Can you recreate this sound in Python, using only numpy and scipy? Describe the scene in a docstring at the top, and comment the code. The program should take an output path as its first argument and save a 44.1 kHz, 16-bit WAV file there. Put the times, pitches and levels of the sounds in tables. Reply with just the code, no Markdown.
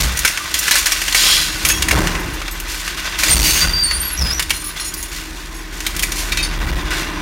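"""Light scrap metal crunches and snaps in a slow twin-shaft shredder, heard from just above the hopper.
Hooked cutters crumple, scrape and crack the sheet, and the steel walls throw back a short echo.
Rubbed scraps ring, dragged strips rasp, and pinched pieces squeal as they stick and slip.
Underneath, the motor hums and the gears rumble with the load. Gusts of wind buffet the microphone."""
import sys
import numpy as np
from scipy import signal
from scipy.fft import rfft, irfft
from scipy.io import wavfile
from scipy.ndimage import uniform_filter1d

SR = 44100
rng = np.random.default_rng(int(sys.argv[2]) if len(sys.argv) > 2 else 0)


def int16_out(signal):
    """Quantize to a 16-bit WAV file."""
    q = np.round(np.clip(np.atleast_2d(signal).T, -1, 1) * 32767)
    wavfile.write(sys.argv[1], SR, q.astype(np.int16))


N = 317961
TIME = np.arange(N) / SR
TOP_HZ = 15800
SQUEAL_ATTACK_S = 0.0061

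# colour of sheet sliding on a cutter: freq_hz, gain_db
SCRAPE_COLOUR = [(800, -54), (2000, 8), (3300, 5), (4500, 7), (7000, 7), (9500, 0.5), (12500, -0.5),
                 (16000, -7.5)]
# modes of three loose scraps, a larger panel and a pinched piece: freq_hz, level_db
SHARD = [(2223, -41), (2627, -32), (3305, -23), (5545, -23), (6503, -21.5), (8010, -30), (9819, -29.5),
         (11111, -33), (13297, -33), (14626, -43)]
STRIP = [(4188, -46.5), (5405, -46), (5938, -51), (6880, -42), (8651, -41.5), (9308, -51), (10153, -47),
         (10325, -36), (11052, -51), (12662, -47), (13959, -56), (14427, -45), (15025, -53), (15095, -56)]
PLATE = [(2169, -43), (2363, -36.5), (2579, -37), (3117, -44), (3720, -31.5), (4339, -36), (4624, -35),
         (5286, -41), (6137, -42), (6406, -41), (6826, -49), (8915, -47), (9787, -41)]
PANEL = [(1175, 5), (2290, -18)]
PINCHED = [(4355, -3), (9870, 6), (13100, -10), (14196, -5), (15310, 2)]
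# resonances of two dragged strips: freq_hz, base_width_hz, level_db
WIDE_STRIP = [(2540, 83, -21), (3340, 99, -1), (4020, 120, 1.5), (4700, 160, -1.5), (5250, 90, -3),
              (6720, 130, -3), (8200, 84, -9), (9340, 71, -4.5)]
NARROW_STRIP = [(2870, 53, -4.5), (3080, 73, -7.5), (4660, 27, 5), (5860, 40, -3), (6400, 67, -1.5),
                (8830, 77, -4), (9370, 62, -3), (12800, 400, -10), (15000, 350, -11)]


def cutting(crumple_gain_db=-2.0, scrape_gain_db=7, sag_db_per_s=9.5):
    """Sheet buckles in coarse crackles and slides over the cutters in fine ones; bites ease as it gives."""
    # small scraps grinding all the time: time_s, crumple_db, scrape_db
    grind = [(0, -26.5, -39.5), (1.1, -26, -34), (1.6, -26, -35.5), (2.55, -31.5, -44.5), (3.1, -26, -41.5),
             (3.95, -26.5, -42), (4.6, -34, -46), (5.3, -35.5, -43.5), (5.7, -34, -48.5),
             (6.25, -31.5, -38), (6.5, -26.5, -44), (7.21, -28, -47.5)]
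    # a hook bites into the sheet: start_s, length_s, crumple_db, scrape_db
    bites = [(0, 0.011, -16.5, -21), (0.115, .08, -34, -37), (0.263, 0.044, -26, -33),
             (0.547, 0.18, -30, -29.5), (0.707, .09, -18, -23), (.86, 0.23, -27.5, -31.5),
             (1.14, 0.22, -21, -21.5), (1.364, 0.091, -26, -30), (1.648, .06, -21.5, -38),
             (1.91, .12, -23, -32.5), (2.075, 0.043, -28, -39), (2.679, 0.2, -33, -34.5),
             (2.968, 0.11, -24, -36), (3.182, 0.13, -20, -26), (3.284, 0.14, -29, -22),
             (3.424, .18, -36, -22), (3.552, 0.1, -18.5, -38), (4.19, 0.13, -27.5, -41),
             (4.759, 0.043, -25.5, -40), (5.113, 0.062, -31, -37), (5.722, 0.54, -36, -41),
             (6.154, 0.056, -32, -32), (6.901, 0.11, -22.5, -34.5)]
    # colour of buckling sheet: freq_hz, gain_db
    crumple_colour = [(200, -28), (500, -6), (800, -4.5), (1100, -3.5), (1700, 0.5), (2400, -1.5),
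                      (3500, -2.5), (6000, -7.5), (15000, -38)]
    crumple_power, scrape_power = undb(curves(grind)) ** 2
    t = TIME[:SR]
    for start, length, crumple_db, scrape_db in bites:
        force = envelope(t, length, attack_s=0.0068, t60=0.33) * undb(-sag_db_per_s * t)
        add(crumple_power, start, (force * undb(crumple_db)) ** 2)
        add(scrape_power, start, (force * undb(scrape_db)) ** 2)
    coarse = unit(colour(crackle(per_s=1100, spread_db=3.0, ring_t60=0.064, ring_db=4), crumple_colour))
    fine = unit(colour(crackle(per_s=4000, spread_db=3.5, ring_t60=0.019, ring_db=-13), SCRAPE_COLOUR))
    crumple = coarse * np.sqrt(crumple_power) * undb(crumple_gain_db)
    scrape = fine * np.sqrt(scrape_power) * undb(scrape_gain_db)
    grip = undb(1.12 * walk(45))  # the hooks catch and let go
    return grip * (crumple + scrape)


def crackle(per_s, spread_db, ring_t60, ring_db, count=16, size=2048):
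    """Dense tiny cracks of uneven size; each sets one of many small facets of the sheet ringing."""
    t, out = TIME[:size], np.zeros(N)
    fires = rng.random(N) < per_s / SR
    strength = np.minimum(rng.exponential(size=N), 4)
    facet = rng.integers(0, count, N)
    cracks = fires * undb(spread_db * strength) * rng.choice([-1, 1], N)
    for k in range(count):
        modes_hz = rng.uniform(np.sqrt(1e3), np.sqrt(TOP_HZ), (count, 1)) ** 2
        ring = unit(np.sin(2 * np.pi * modes_hz * t).sum(0) * fade(t, ring_t60))
        tick = unit(rng.standard_normal(size) * fade(t, 0.013))
        out += signal.oaconvolve(cracks * (facet == k), tick + undb(ring_db) * ring)[:N]
    return out


def snaps(gain_db=-8, tear_s=0.0035, ragged_db=1.5, ring_db=-3, modes=5, size=8192):
    """A crack opens sharply and jerks through the sheet, then the freed edge rings briefly."""
    # pieces breaking under a hook: start_s, level_db, ring_centre_hz, tilt_db_per_octave
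    breaks = [(.172, -8.5, 6400, 1.5), (.191, -7, 6810, 4), (.249, 5, 1520, -1), (.277, -4, 6050, -0.5),
              (.374, -8.5, 2470, -4.5), (.541, -2, 3800, 0), (.590, -3.5, 6500, 11), (.680, -1.5, 1676, -3),
              (.710, 4, 3460, -2), (.755, -0.5, 1640, -1), (.783, -4.5, 5730, 2.5), (.858, -3.5, 5250, -1),
              (.867, -2.5, 1880, -.5), (.920, -3, 5220, -1), (1.017, -6, 3310, -2.5),
              (1.081, -4.5, 2780, -3.5), (1.125, -7, 4200, -2), (1.147, 2, 2280, -2.5), (1.650, 1, 2920, 1),
              (1.687, -2, 6560, 5), (1.700, -3, 6490, -3), (1.823, -2.5, 3140, -1), (1.885, -3, 1970, -1),
              (1.910, 4, 2440, -3.5), (2.071, -6.5, 1660, -5), (2.152, -10, 2150, -7.5),
              (2.417, -15, 1370, -4.5), (2.480, -14, 2540, -6), (2.600, -16, 2440, 7),
              (2.878, -11, 2220, -4.5), (3.189, -12, 3590, .5), (3.234, 0, 2240, -2),
              (3.283, -4.5, 7200, -3.5), (3.910, -9.5, 1950, -5), (4.395, -2, 2540, -1.5),
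              (4.424, -11, 4200, 1), (4.496, -14, 2260, 0), (4.505, -1.5, 2660, -2.5),
              (4.939, -12, 5930, 11), (5.028, -13.5, 6930, 5), (5.804, -16, 6740, -2.5),
              (5.865, -6, 3570, -0.5), (5.964, -11.5, 2290, 1.5), (5.994, -9, 2460, 1.5),
              (6.025, -7, 2450, 3), (6.032, -4.5, 2260, 1.5), (6.120, -9.5, 6670, -0.5),
              (6.322, -7.5, 2520, -4), (6.372, -9, 3750, -2)]
    # colour of a fracture: freq_hz, gain_db
    fracture_colour = [(200, -15), (800, -13), (1400, -1), (2300, 5), (4000, 0), (7000, 3), (10000, -0.5),
                       (16000, -9)]
    t, out = TIME[:size], np.zeros(N)
    octaves = np.log2(np.clip(np.arange(size // 2 + 1) * SR / size, 1000, TOP_HZ) / 4000)
    crack_shape = (1 + 0.54 * fade(t, 0.012)) * fade(t - tear_s, t60=0.052)
    for start, level_db, centre_hz, tilt_db in breaks:
        spectrum = rfft(colour(rng.standard_normal(size), fracture_colour))
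        crack = unit(irfft(spectrum * undb(tilt_db * octaves)))
        jerks = undb(ragged_db * unit(uniform_filter1d(rng.standard_normal(size), size=64)))
        modes_hz = centre_hz * np.exp(.13 * rng.standard_normal((modes, 1)))
        ring = unit(np.sin(2 * np.pi * (modes_hz * t + rng.random((modes, 1)))).sum(0))
        snap = crack * unit(jerks) * crack_shape + undb(ring_db) * ring * fade(t, t60=0.056)
        add(out, start, undb(level_db + gain_db) * snap)
    return out


def rubs(scatter_db=3.5, jitter=0.004, chatter_db=4, grit_db=-8, size=16384):
    """Friction feeds a scrap's modes in fits and starts, with a little grit; they ring on once it slips."""
    # a cutter rubs a scrap: start_s, length_s, level_db, tilt_db_per_octave, scrap
    contacts = [(.388, .037, -30.5, 0, PANEL), (1.657, 0.042, -21, 9, SHARD),
                (1.689, 0.036, -16, -1, SHARD), (1.735, .05, -26, -1, SHARD), (2.194, .012, -34, 7, SHARD),
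                (2.335, .008, -33, 15, SHARD), (2.509, 0.0084, -25.5, 19, SHARD),
                (3.829, .22, -35.5, 0, PINCHED), (4.53, 0.046, -26, -3, STRIP),
                (4.597, 0.027, -32, 4, STRIP), (4.639, 0.058, -35.5, -5, PANEL),
                (4.64, 0.058, -28, 2, STRIP), (4.796, 0.028, -24.5, -10.5, STRIP),
                (4.843, 0.048, -25.5, -2, STRIP), (4.966, 0.049, -31, 4, STRIP),
                (5.034, .015, -33, 4, STRIP), (5.082, 0.016, -36, 4, STRIP),
                (5.544, .052, -37.5, 11, SHARD), (6.027, 0.012, -18.5, -14, PLATE),
                (6.159, 0.044, -28.5, 0, STRIP), (6.318, .008, -16.5, -9, PLATE),
                (6.372, 0.036, -20.5, -3, PLATE), (6.426, 0.023, -19.5, 5, PLATE)]
    t, out = TIME[:size], np.zeros(N)
    for start, length, level_db, tilt_db, scrap in contacts:
        hz, mode_db = np.transpose(scrap)[:, :, None]
        hz = hz * (1 + 0.0063 * rng.standard_normal(hz.shape))  # each new grip detunes the modes
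        slip, chatter = unit(uniform_filter1d(rng.standard_normal((2, len(hz), size)), size=256, axis=2))
        balance_db = mode_db + tilt_db * np.log2(hz) + scatter_db * rng.standard_normal(hz.shape)
        phase = 2 * np.pi * np.cumsum(hz * (1 + jitter * slip), axis=1) / SR
        ring = unit((undb(balance_db + chatter_db * chatter) * np.sin(phase)).sum(0))
        grit = undb(grit_db) * unit(colour(rng.standard_normal(size), SCRAPE_COLOUR))
        add(out, start, undb(level_db) * (ring + grit) * envelope(t, length, attack_s=0.0036, t60=0.094))
    return out


def rasps(ticks_per_s=3000, shift_db=2, bend=.02):
    """Rapid stick-slip ticks drive the resonances of a dragged strip: a harsh metallic rasp."""
    # a strip drags along a cutter: start_s, length_s, level_db, width_factor, strip
    drags = [(1.15, 0.18, -13, 3, WIDE_STRIP), (3.26, .14, -21.5, 1.8, NARROW_STRIP),
             (3.407, 0.16, -17, 1.8, NARROW_STRIP)]
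    out = np.zeros(N)
    for start, length, level_db, width_factor, modes in drags:
        ticks = (rng.random(N) < ticks_per_s / SR) * rng.standard_normal(N)
        ring = np.zeros(N)
        for hz, width_hz, mode_db in modes:
            resonance = signal.lfilter(*signal.iirpeak(hz, hz / (width_factor * width_hz), fs=SR), ticks)
            ring += undb(mode_db + shift_db * walk(14)) * resonance  # the contact point travels
        ring = np.interp(np.cumsum(1 + bend * walk(16)), np.arange(N), ring)  # bending shifts every mode
        out += unit(ring) * undb(level_db) * envelope(TIME - start, length, attack_s=0.034, t60=0.76)
    return out


def squeals(jitter=0.0051, sag_per_s=0.023, flutter_db=2, third_db=-24):
    """Stick and slip lock on one mode of firmly pinched sheet, which sings almost cleanly and sags a bit."""
    # the sheet is pinched: start_s, length_s, pitch_hz, level_db
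    pinches = [(3.303, .04, 8760, -11), (3.602, 0.029, 4690, -15.5), (3.666, .025, 4705, -19.5),
               (3.73, 0.11, 4710, -17), (3.832, 0.02, 8750, -14), (3.835, 0.1, 4480, -21.5),
               (3.862, .11, 4700, -28), (3.915, 0.055, 9880, -24.5), (3.937, 0.023, 8765, -21.5),
               (3.997, 0.016, 8800, -20), (4.01, 0.1, 4520, -33.5), (4.024, 0.035, 4700, -31),
               (4.04, 0.067, 8720, -36)]
    t, out = TIME[:SR], np.zeros(N)
    wobble = 1 + jitter * walk(1500)
    flutter = undb(flutter_db * walk(220))
    for start, length, pitch_hz, level_db in pinches:
        sag = 1 - sag_per_s * np.minimum(t, length)
        hz = pitch_hz * sag * np.interp(start + t, TIME, wobble)
        third = undb(third_db) * tone(3 * hz) * (3 * pitch_hz < TOP_HZ)  # overtone of the sharp slip
        shape = envelope(t, length, SQUEAL_ATTACK_S, t60=0.11)
        add(out, start, undb(level_db) * shape * (tone(hz) + third))
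    return out * flutter


def gliding_squeal(octave_hold_s=0.15, break_s=4.172, t60=0.039, jitter=0.0046, slide_jitter=0.029):
    """A moving strip sings in fits on its octave, then on its fundamental; pitch follows its free length."""
    # fundamental of the strip as it is pulled through: time_s, pitch_hz
    pitch_path = [(4.012, 6200), (4.04, 5820), (4.1, 5650), (4.168, 5570), (4.178, 5920), (4.238, 5060),
                  (4.312, 5040), (4.342, 5900), (4.39, 5840)]
    hz, = curves(pitch_path)
    start, end = pitch_path[0][0], pitch_path[-1][0]
    stutter = unit(undb(3 * walk(70)))
    early = envelope(TIME - start, octave_hold_s, SQUEAL_ATTACK_S, t60) * stutter
    weakening = undb(-19 * (TIME - break_s))  # the strip works free
    late = envelope(TIME - break_s, end - break_s, SQUEAL_ATTACK_S, t60) * weakening
    # clean while the strip is held, hoarse while it slides to a new length
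    sliding = late * np.minimum(unit(np.abs(np.gradient(hz))) / 5, 1)
    hz = hz * (1 + (jitter + slide_jitter * sliding) * walk(1500))
    low_voice = late * undb(-20) * (tone(hz) + undb(-23) * tone(3 * hz))
    octave = (early * undb(-25) + late * undb(-35)) * tone(2 * hz)
    flutter = undb(3.5 * walk(220))
    roughness = 1 + .35 * walk(1300)
    return (low_voice + octave) * unit(flutter * roughness)


def hopper(x, t60=0.35, wet_db=-10, size=12000):
    """Steel walls close by throw back a short, dense echo."""
    t = TIME[:size]
    noise = colour(rng.standard_normal(size), [(2500, -2), (12000, -1.5)])
    echo = noise * fade(t, t60) * np.minimum(t / 0.00084, 1)
    return x + undb(wet_db) * signal.fftconvolve(x, unit(echo) / np.sqrt(size))[:N]


def drive(hum_hz=39.15, wander=0.0057, hum_gain_db=11, rumble_gain_db=5, whine_gain_db=-1):
    """The motor shakes the frame at one low pitch; the gears rumble and sing with the load."""
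    # how hard the drive labours: time_s, hum_db, gears_db
    load = [(0, -45, -45), (.25, -33, -45.5), (.48, -60, -43.5), (.75, -36, -44.5), (1.3, -29.5, -43),
            (1.8, -36, -36), (1.97, -22, -25.5), (2.25, -30.5, -32.5), (2.5, -28, -41.5),
            (3.13, -36.5, -41.5), (3.38, -27, -31), (3.9, -30.5, -42), (4.5, -37, -43), (5.7, -31, -41),
            (6.65, -21, -33.5), (7.21, -32, -32.5)]
    # colour of gearbox and frame: freq_hz, gain_db
    gearbox_colour = [(53, -37), (90, -10.5), (162, 1), (230, -8.5), (313, 3.5), (465, -11.5), (508, -16.5),
                      (615, -11), (789, -13), (969, -6), (1340, -13), (1770, -7.5), (2050, -11.5),
                      (2370, -11), (3000, -32), (3900, -47), (6600, -120)]
    # tones of the drive train: pitch_hz, level_db
    gear_tones = [(56, 4), (163, -12.5), (314, -3.5), (355, -10), (1044, -8.5)]
    hum_db, gears_db = curves(load)
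    hum = tone(hum_hz * (1 + wander * walk(5.87))) * undb(hum_db + hum_gain_db)
    rumble = unit(colour(rng.standard_normal(N), gearbox_colour)) * undb(rumble_gain_db + 0.55 * walk(25))
    whine = sum(tone(hz * (1 + 0.0143 * walk(18))) * undb(db + 1.5 * walk(12)) for hz, db in gear_tones)
    return hum + (rumble + undb(whine_gain_db) * whine) * undb(gears_db)


def wind(swing_gain_db=8, eddy_gain_db=3, unrest_db=.8):
    """Gusts swell out of a light breeze: slow pressure swings at the microphone, smaller eddies on top."""
    # gusts meet the microphone: start_s, length_s, swing_db, eddy_db
    gusts = [(-.05, 0.11, -16.5, -23), (1.202, .4, -36, -36), (1.595, 0.35, -22, -29.5),
             (1.889, 0.065, -16.5, -14), (2.033, 0.32, -30, -32.5), (3.258, 0.16, -15.5, -22.5),
             (3.594, 0.065, -15.5, -24.5), (3.81, 0.26, -32, -38), (4.167, 0.059, -15, -24.5),
             (4.282, 0.048, -25, -39), (5.85, 1.36, -35.5, -35.5), (6.548, 0.21, -24.5, -30.5)]
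    # colours of the slow swings and the small eddies: freq_hz, gain_db
    swing_colour = [(10, -21), (25, -4), (45, -7.5), (60, 0.5), (85, -17), (130, -37.5), (300, -53.5)]
    eddy_colour = [(40, -5.5), (80, 4.5), (120, -1.5), (170, 0), (260, -14.5), (600, -16.5), (1500, -18.5),
                   (4000, -84)]
    swing_power, eddy_power = undb(-37) ** 2, undb(-45) ** 2  # the breeze between gusts
    for start, length, swing_db, eddy_db in gusts:
        gust = envelope(TIME - start, length, attack_s=0.048, t60=0.64)
        swing_power += (gust * undb(swing_db)) ** 2
        eddy_power += (gust * undb(eddy_db)) ** 2
    swings = unit(colour(rng.standard_normal(N), swing_colour)) * np.sqrt(swing_power)
    eddies = unit(colour(rng.standard_normal(N), eddy_colour)) * np.sqrt(eddy_power)
    return (swings * undb(swing_gain_db) + eddies * undb(eddy_gain_db)) * undb(unrest_db * walk(12))


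def undb(db):
    """Decibels to gain."""
    return 10 ** (np.asarray(db) / 20)


def unit(x):
    """Scale to rms 1."""
    return x / np.sqrt(np.mean(x ** 2) + 1e-18)


def curves(table):
    """One control curve for each column after the time column."""
    times, *columns = np.transpose(table)
    return [np.interp(TIME, times, column) for column in columns]


def walk(rate_hz):
    """Smooth random drift with a spread near 1."""
    knots = rng.standard_normal(int(N / SR * rate_hz) + 2)
    return 1.125 * np.interp(TIME * rate_hz, np.arange(len(knots)), knots)


def colour(x, points, size=8192):
    """Minimum-phase EQ through points of freq_hz, gain_db."""
    hz, db = np.transpose(points)
    log_hz = np.log(np.maximum(np.arange(size // 2 + 1) * SR / size, 1))
    cepstrum = irfft(np.log(undb(np.interp(log_hz, np.log(hz), db))))
    causal_fold = np.r_[1, np.full(size // 2 - 1, 2), np.zeros(size // 2)]
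    impulse = irfft(np.exp(rfft(cepstrum * causal_fold)))
    return signal.fftconvolve(x, impulse)[:len(x)]


def fade(t, t60):
    """Full level until t = 0, then a free decay, 60 dB down after t60 seconds."""
    return np.exp(-np.log(1000) * np.maximum(t, 0) / max(t60, 1e-3))


def envelope(t, length, attack_s, t60):
    """Rise from t = 0, hold until the length is up, then die away."""
    return np.clip(t / max(attack_s, 1e-3), 0, 1) * fade(t - length, t60)


def tone(hz):
    """A sine that follows a pitch curve."""
    return np.sqrt(2) * np.sin(2 * np.pi * np.cumsum(hz) / SR)


def add(track, start_s, sound):
    """Mix a sound into a track."""
    start = int(np.clip(start_s * SR, 0, N - 1))
    track[start:start + len(sound)] += sound[:N - start]


def scene():
    """Metal in the hopper, the drive below it, wind above; mono."""
    metal = hopper(rasps() + cutting() + snaps() + rubs())
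    return (metal + squeals() + gliding_squeal() + drive() + wind())[None]


def record(dry, ceiling=0.61, bass_hz=120, notch_hz=7720):
    """The microphone saturates on loud cracks and gusts; its bass rolls off and its port cuts a notch."""
    x = dry / (1 + (dry / ceiling) ** 4) ** (1 / 4)
    x = signal.sosfilt(signal.butter(1, bass_hz, "high", fs=SR, output="sos"), x)
    x = signal.sosfilt(signal.butter(4, 31, "high", fs=SR, output="sos"), x)  # sub-bass cut
    x = signal.lfilter(*signal.iirnotch(notch_hz, 22, fs=SR), x)
    return signal.sosfilt(signal.ellip(10, .2, 70, TOP_HZ, fs=SR, output="sos"), x)  # steep top cut


dry = scene()
out = record(dry)
int16_out(out)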